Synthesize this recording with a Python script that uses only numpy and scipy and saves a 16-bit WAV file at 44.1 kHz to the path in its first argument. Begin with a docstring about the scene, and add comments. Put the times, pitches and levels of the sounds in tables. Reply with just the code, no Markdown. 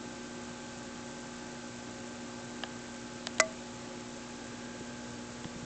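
"""An aquarium air pump hums on multiples of the mains frequency, beside a thin motor whine.
A column of small bubbles fizzes softly, each a tiny rising ping, over the murmur of water and tank.
A hand-held camera drifts along the tank, so the hum changes colour; it clicks, knocks once on something
that rings, and bumps dully in the hand. Its electronics add hiss, sizzle and a faint high whistle."""
import sys
import numpy as np
from scipy import signal
from scipy.fft import rfft, irfft, next_fast_len
from scipy.io import wavfile
from scipy.ndimage import map_coordinates

SR = 44100
rng = np.random.default_rng(int(sys.argv[2]) if len(sys.argv) > 2 else 0)


def dump(signal):
    """Clip the signal to [-1, 1] and save it as 16-bit WAV at the path in sys.argv[1]."""
    limited = np.clip(np.atleast_2d(signal).T, -1, 1)
    pcm = np.round(limited * 32767).astype(np.int16)
    wavfile.write(sys.argv[1], SR, pcm)


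N = 249158
TIME_S = np.arange(N) / SR
MAINS_HZ, BAND_LIMIT_HZ = 60.03, 9195


def amp(db):
    """Decibels to gain."""
    return 10 ** (np.asarray(db) / 20)


def unit(x):
    """x at rms 1."""
    return x / np.sqrt(np.mean(x ** 2) + 1e-20)


def eq_gain(points, hz):
    """Gain at hz of an EQ curve drawn through (freq_hz, level_db) points on a log axis."""
    freq_hz, level_db = np.transpose(points)
    return amp(np.interp(np.log(hz + 1), np.log(freq_hz + 1), level_db))


def automation(rows):
    """(time_s, value) breakpoints as one value per sample."""
    return np.interp(TIME_S, *np.transpose(rows))


def wobble(rate_hz):
    """A smooth random curve with rate_hz knots a second."""
    position = np.linspace(0, N / SR * rate_hz, num=2048)
    coarse = map_coordinates(rng.standard_normal(256), [position], mode="wrap")
    return np.interp(np.linspace(0, position[-1], N), position, coarse)


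def filtered(x, response):
    """x shaped by a frequency response."""
    size = next_fast_len(N + SR // 2)
    return irfft(rfft(x, size) * response(np.fft.rfftfreq(size, 1 / SR)), size)[:N]


def bandpass(x, low_hz, high_hz):
    """x with lows and highs rolled off."""
    return signal.sosfilt(signal.butter(2, [low_hz, high_hz], "band", fs=SR, output="sos"), x)


def noise(response):
    """Coloured noise of rms 1."""
    return unit(filtered(rng.standard_normal(N), response))


def tone(cycles):
    """A sine of rms 1 that follows a count of cycles, from a random phase."""
    return np.sqrt(2) * np.sin(2 * np.pi * (cycles + rng.random()))


def fade(t, t60):
    """A free decay, 60 dB down at t60."""
    return np.exp(-np.log(1000) * t / t60)


def crack(low_hz, high_hz, t60_s):
    """A fast-dying burst of noise in one band, with the same energy at any bandwidth."""
    decay = fade(np.arange(SR // 16) / SR, t60_s)
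    burst = bandpass(decay * rng.standard_normal(len(decay)), low_hz, high_hz)
    return burst * np.linalg.norm(decay) / np.linalg.norm(burst)


def add(track, start_s, sound):
    """Mix a sound into the track at start_s."""
    part = track[round(start_s * SR):][:len(sound)]
    part += sound[:len(part)]


# Tone colour of the noise floor: freq_hz, relative_db
HISS_EQ = [(200, -16.5), (1500, -4), (3500, 2.5), (5200, 1.5), (7000, 2), (9000, -5.5)]


def hiss(level_db=-52):
    """The microphone's amplifier lays down an even bed of hiss."""
    return amp(level_db) * noise(lambda hz: eq_gain(HISS_EQ, hz))


def sizzle(level_db=-58, rate_hz=302, scatter_db=5, low_hz=6000, jitter_s=0.00023):
    """The camera's circuits leak a fast train of tiny, uneven ticks into the hiss."""
    beats_s = np.arange(1, N / SR * rate_hz - 1) / rate_hz
    lateness, size = rng.standard_normal((len(beats_s), 2)).T
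    starts = np.clip((beats_s + jitter_s * lateness) * SR, 0, N - 1).astype(int)
    ticks = np.bincount(starts, amp(scatter_db * np.minimum(size, 2)), N)
    return amp(level_db) * unit(bandpass(ticks, low_hz, BAND_LIMIT_HZ))


# Thin electronic tones: pitch_hz, level_db
WHISTLE_TONES = [(1157, -68), (6541, -76), (6901, -75), (7090, -74), (7397, -73), (7450, -69.5),
                 (7752, -74)]


def whistle():
    """The camera's electronics hold a faint, steady cluster of sines."""
    return sum(amp(level_db) * tone(pitch_hz * TIME_S) for pitch_hz, level_db in WHISTLE_TONES)


# Dark wash of room and water: freq_hz, relative_db
MURMUR_EQ = [(10, -23.5), (22, -4.5), (45, -14.5), (80, -12), (150, 1), (210, 0), (330, -2.5), (450, -4.5),
             (750, -9.5), (1400, -8), (2200, -13), (4000, -21), (9000, -48)]
# Hollow resonances of tank and stand: centre_hz, width_hz, relative_db
TANK_MODES = [(118.4, 24.4, 0), (288.5, 37.5, 1.5), (552, 30, -2.5)]
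# The camera's move along the tank: time_s, position (0 = first spot, 1 = last spot)
CAMERA_PATH = [(0, 0), (3.0, 0.052), (4.15, 0.29), (4.55, 0.63), (5, 1), (5.65, 1.04)]


def water(murmur_db=-51.5, swell_db=0.54, tank_db=-54.0, nearer_db=0.5):
    """Rising air churns the water, and the tank booms faintly with it."""
    def tank_response(hz):
        return sum(amp(db) * 1j * hz * width_hz / (centre_hz ** 2 - hz ** 2 + 1j * hz * width_hz)
                   for centre_hz, width_hz, db in TANK_MODES)

    murmur = amp(murmur_db + swell_db * wobble(rate_hz=10)) * noise(lambda hz: eq_gain(MURMUR_EQ, hz))
    boom = amp(tank_db + nearer_db * automation(CAMERA_PATH)) * noise(tank_response)
    return murmur + boom


# Light, dry handling clicks: start_s, level_db, cutoff_hz
CLICK_CUES = [(2.636, -27.7, 3300), (3.2699, -31, 9000), (3.3832, -40, 7100), (5.444, -39.5, 3000)]
# The colour they share: centre_hz, relative_db
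CLICK_COLOUR = [(630, -4), (1120, -7.5), (1800, -1.5), (2900, 2), (4200, 4), (6600, 3)]


def clicks(t60_at_1khz_s=0.022, damping=0.58, log_half_width=0.19):
    """Each contact is a brief crack; a soft one lacks the top, and the treble dies first."""
    out = np.zeros(N)
    edge_ratio = np.exp(log_half_width)
    for start_s, level_db, cutoff_hz in CLICK_CUES:
        for hz, band_db in CLICK_COLOUR:
            t60_s = t60_at_1khz_s * (1000 / hz) ** damping
            gain = amp(level_db + band_db) / np.hypot(1, (hz / cutoff_hz) ** 6)  # steep low-pass
            add(out, start_s, gain * crack(hz / edge_ratio, hz * edge_ratio, t60_s))
    return out


# Dull bumps and plops: start_s, level_db, pitch_hz, t60_s
BUMP_CUES = [(3.3995, -24, 265, 0.028), (4.749, -36.5, 540, 0.08), (4.8111, -24, 300, 0.019),
             (5.138, -42, 95, 0.086), (5.446, -35.5, 325, 0.069), (5.454, -27, 166, 0.04),
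             (5.563, -30.5, 167, 0.041), (5.629, -37, 141, .07)]


def bumps(attack_s=0.0011):
    """Each dull bump or bubble plop swells into a single low, fading tone."""
    out, t = np.zeros(N), TIME_S[:SR // 2]
    for start_s, level_db, pitch_hz, t60_s in BUMP_CUES:
        envelope = (1 - np.exp(-t / attack_s)) * fade(t, t60_s)
        add(out, start_s, amp(level_db) * envelope * np.sin(2 * np.pi * pitch_hz * t))
    return out


# The one hard hit: start_s, level_db, low_cut_hz, high_cut_hz
KNOCK_CUE = (3.3998, -26.5, 439, 2498)
# Its ringing tail: pitch_hz, relative_db, t60_s
KNOCK_MODES = [(643.5, 1.8, 0.27), (680, 3.5, 0.05), (1162, -3.5, 0.16), (1265, 8.5, 0.032),
               (1400, 7.5, .028), (1565, 2.5, 0.05), (2026, 8.5, 0.082)]
# Its chatter, one row per contact: start_s, level_db
KNOCK_SNAPS = [(3.3996, -12.5), (3.4025, -10.5), (3.4069, -17), (3.409, -19.5)]


def knock(clack_db=-17.5):
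    """A hard blow lands with a clack, sets the struck body ringing and rebounds in bright snaps."""
    out, t = np.zeros(N), TIME_S[:SR // 2]
    start_s, level_db, low_cut_hz, high_cut_hz = KNOCK_CUE
    ring = sum(amp(level_db + db) * fade(t, t60_s) * np.sin(2 * np.pi * pitch_hz * t)
               for pitch_hz, db, t60_s in KNOCK_MODES)
    # a small body radiates little bass, and the contact time blunts the top
    add(out, start_s, bandpass(ring, low_cut_hz, high_cut_hz))
    add(out, start_s, amp(clack_db) * crack(low_hz=1100, high_hz=1900, t60_s=0.024))
    for snap_s, snap_db in KNOCK_SNAPS:
        add(out, snap_s, amp(snap_db) * crack(low_hz=4700, high_hz=8300, t60_s=0.0051))
    return out


def bubbles(level_db=-59, count=2200, centre_hz=1500, log_spread=0.608, t60_cycles=28, scatter_db=3.0):
    """Each bubble rings briefly and rises in pitch as it reaches the surface."""
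    starts = rng.integers(N, size=(count, 1))
    pitch_hz = np.clip(centre_hz * np.exp(log_spread * rng.standard_normal((count, 1))), 350, 7000)
    gain = amp(scatter_db * np.minimum(rng.exponential(size=(count, 1)), np.pi))
    steps = np.arange(SR // 40)
    cycles = pitch_hz * steps / SR
    envelope = (1 - np.exp(-cycles)) * fade(cycles, t60_cycles)
    rising_cycles = cycles * (1 + 0.132 * cycles / t60_cycles)
    pings = gain * envelope * np.sin(2 * np.pi * rising_cycles)
    fizz = np.bincount((starts + steps).ravel(), pings.ravel(), N)[:N]
    return amp(level_db) * unit(fizz)


# Slow upward glide of the motor: time_s, pitch_hz
MOTOR_GLIDE = [(0, 852.2), (1.5, 852.6), (3.2, 853.6), (4.3, 854.7), (5.65, 855.2)]
# Partials of its whine: harmonic, level_db
MOTOR_PARTIALS = [(1, -58.5), (3, -70)]


def motor_whine(waver_db=1.0):
    """A small motor creeps up in speed, its thin whine wavering in level."""
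    cycles = np.cumsum(automation(MOTOR_GLIDE)) / SR
    return sum(amp(level_db + waver_db * wobble(rate_hz=9.6)) * tone(harmonic * cycles)
               for harmonic, level_db in MOTOR_PARTIALS)


# Body of the hum at the first spot, and its change by the last: harmonic, level_db, change_db
PUMP_HARMONICS = [(1, -66.5, 3), (2, -62, 3), (4, -48.8, 0.6), (5, -59.5, -4.5), (6, -54.4, -3),
                  (7, -68, 2.5), (8, -71, 11.5), (9, -58.5, -3.5), (10, -69.5, 3.5), (12, -67, -5),
                  (13, -69, -10), (14, -68.5, -7), (20, -67, -12), (25, -68, -3)]
# Fader moves for two neighbouring harmonics that sing out of the buzz: time_s, lower_db, upper_db
SINGING_LEVELS = [(0, -58.7, -78), (2.9, -58.5, -78), (4.0, -66, -69), (4.5, -62, -60.5),
                  (4.95, -58.5, -61), (5.65, -66, -67)]


def air_pump(waver_db=0.6, singing=(26, 27), buzz_db=-67.5, fall_db_per_octave=2.5, scatter_db=3.5):
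    """The diaphragm buzzes on mains harmonics; standing waves swell or thin them as the camera drifts."""
    cycles, position = MAINS_HZ * TIME_S, automation(CAMERA_PATH)
    hum = np.zeros(N)
    for harmonic, level_db, change_db in PUMP_HARMONICS:
        gain = amp(level_db + change_db * position + waver_db * wobble(rate_hz=5.7))
        hum += gain * tone(harmonic * cycles)
    for column, harmonic in enumerate(singing, start=1):
        fader_db = automation([(row[0], row[column]) for row in SINGING_LEVELS])
        hum += amp(fader_db) * tone(harmonic * cycles)
    # weak, steady harmonics fill in the buzz between and above the strong ones
    strong = [row[0] for row in PUMP_HARMONICS] + list(singing)
    for harmonic in np.setdiff1d(np.arange(1, 50), strong):
        level_db = buzz_db - fall_db_per_octave * np.log2(harmonic) + scatter_db * rng.standard_normal()
        hum += amp(level_db) * tone(harmonic * cycles)
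    return hum


def scene():
    """The mono mix at one close microphone."""
    bed = air_pump() + motor_whine() + whistle() + water() + bubbles() + hiss() + sizzle()
    return (bed + clicks() + knock() + bumps())[None]


# Top-end roll-off of the microphone: freq_hz, gain_db
MIC_EQ = [(7500, 0), (8000, -2.5), (8400, -9), (8700, -18), (8950, -33), (9200, -41.5)]


def record(dry):
    """The camera rolls off the treble and keeps nothing above its band limit."""
    return filtered(dry[0], lambda hz: eq_gain(MIC_EQ, hz) * (hz < BAND_LIMIT_HZ))[None]


dry = scene()
out = record(dry)
dump(out)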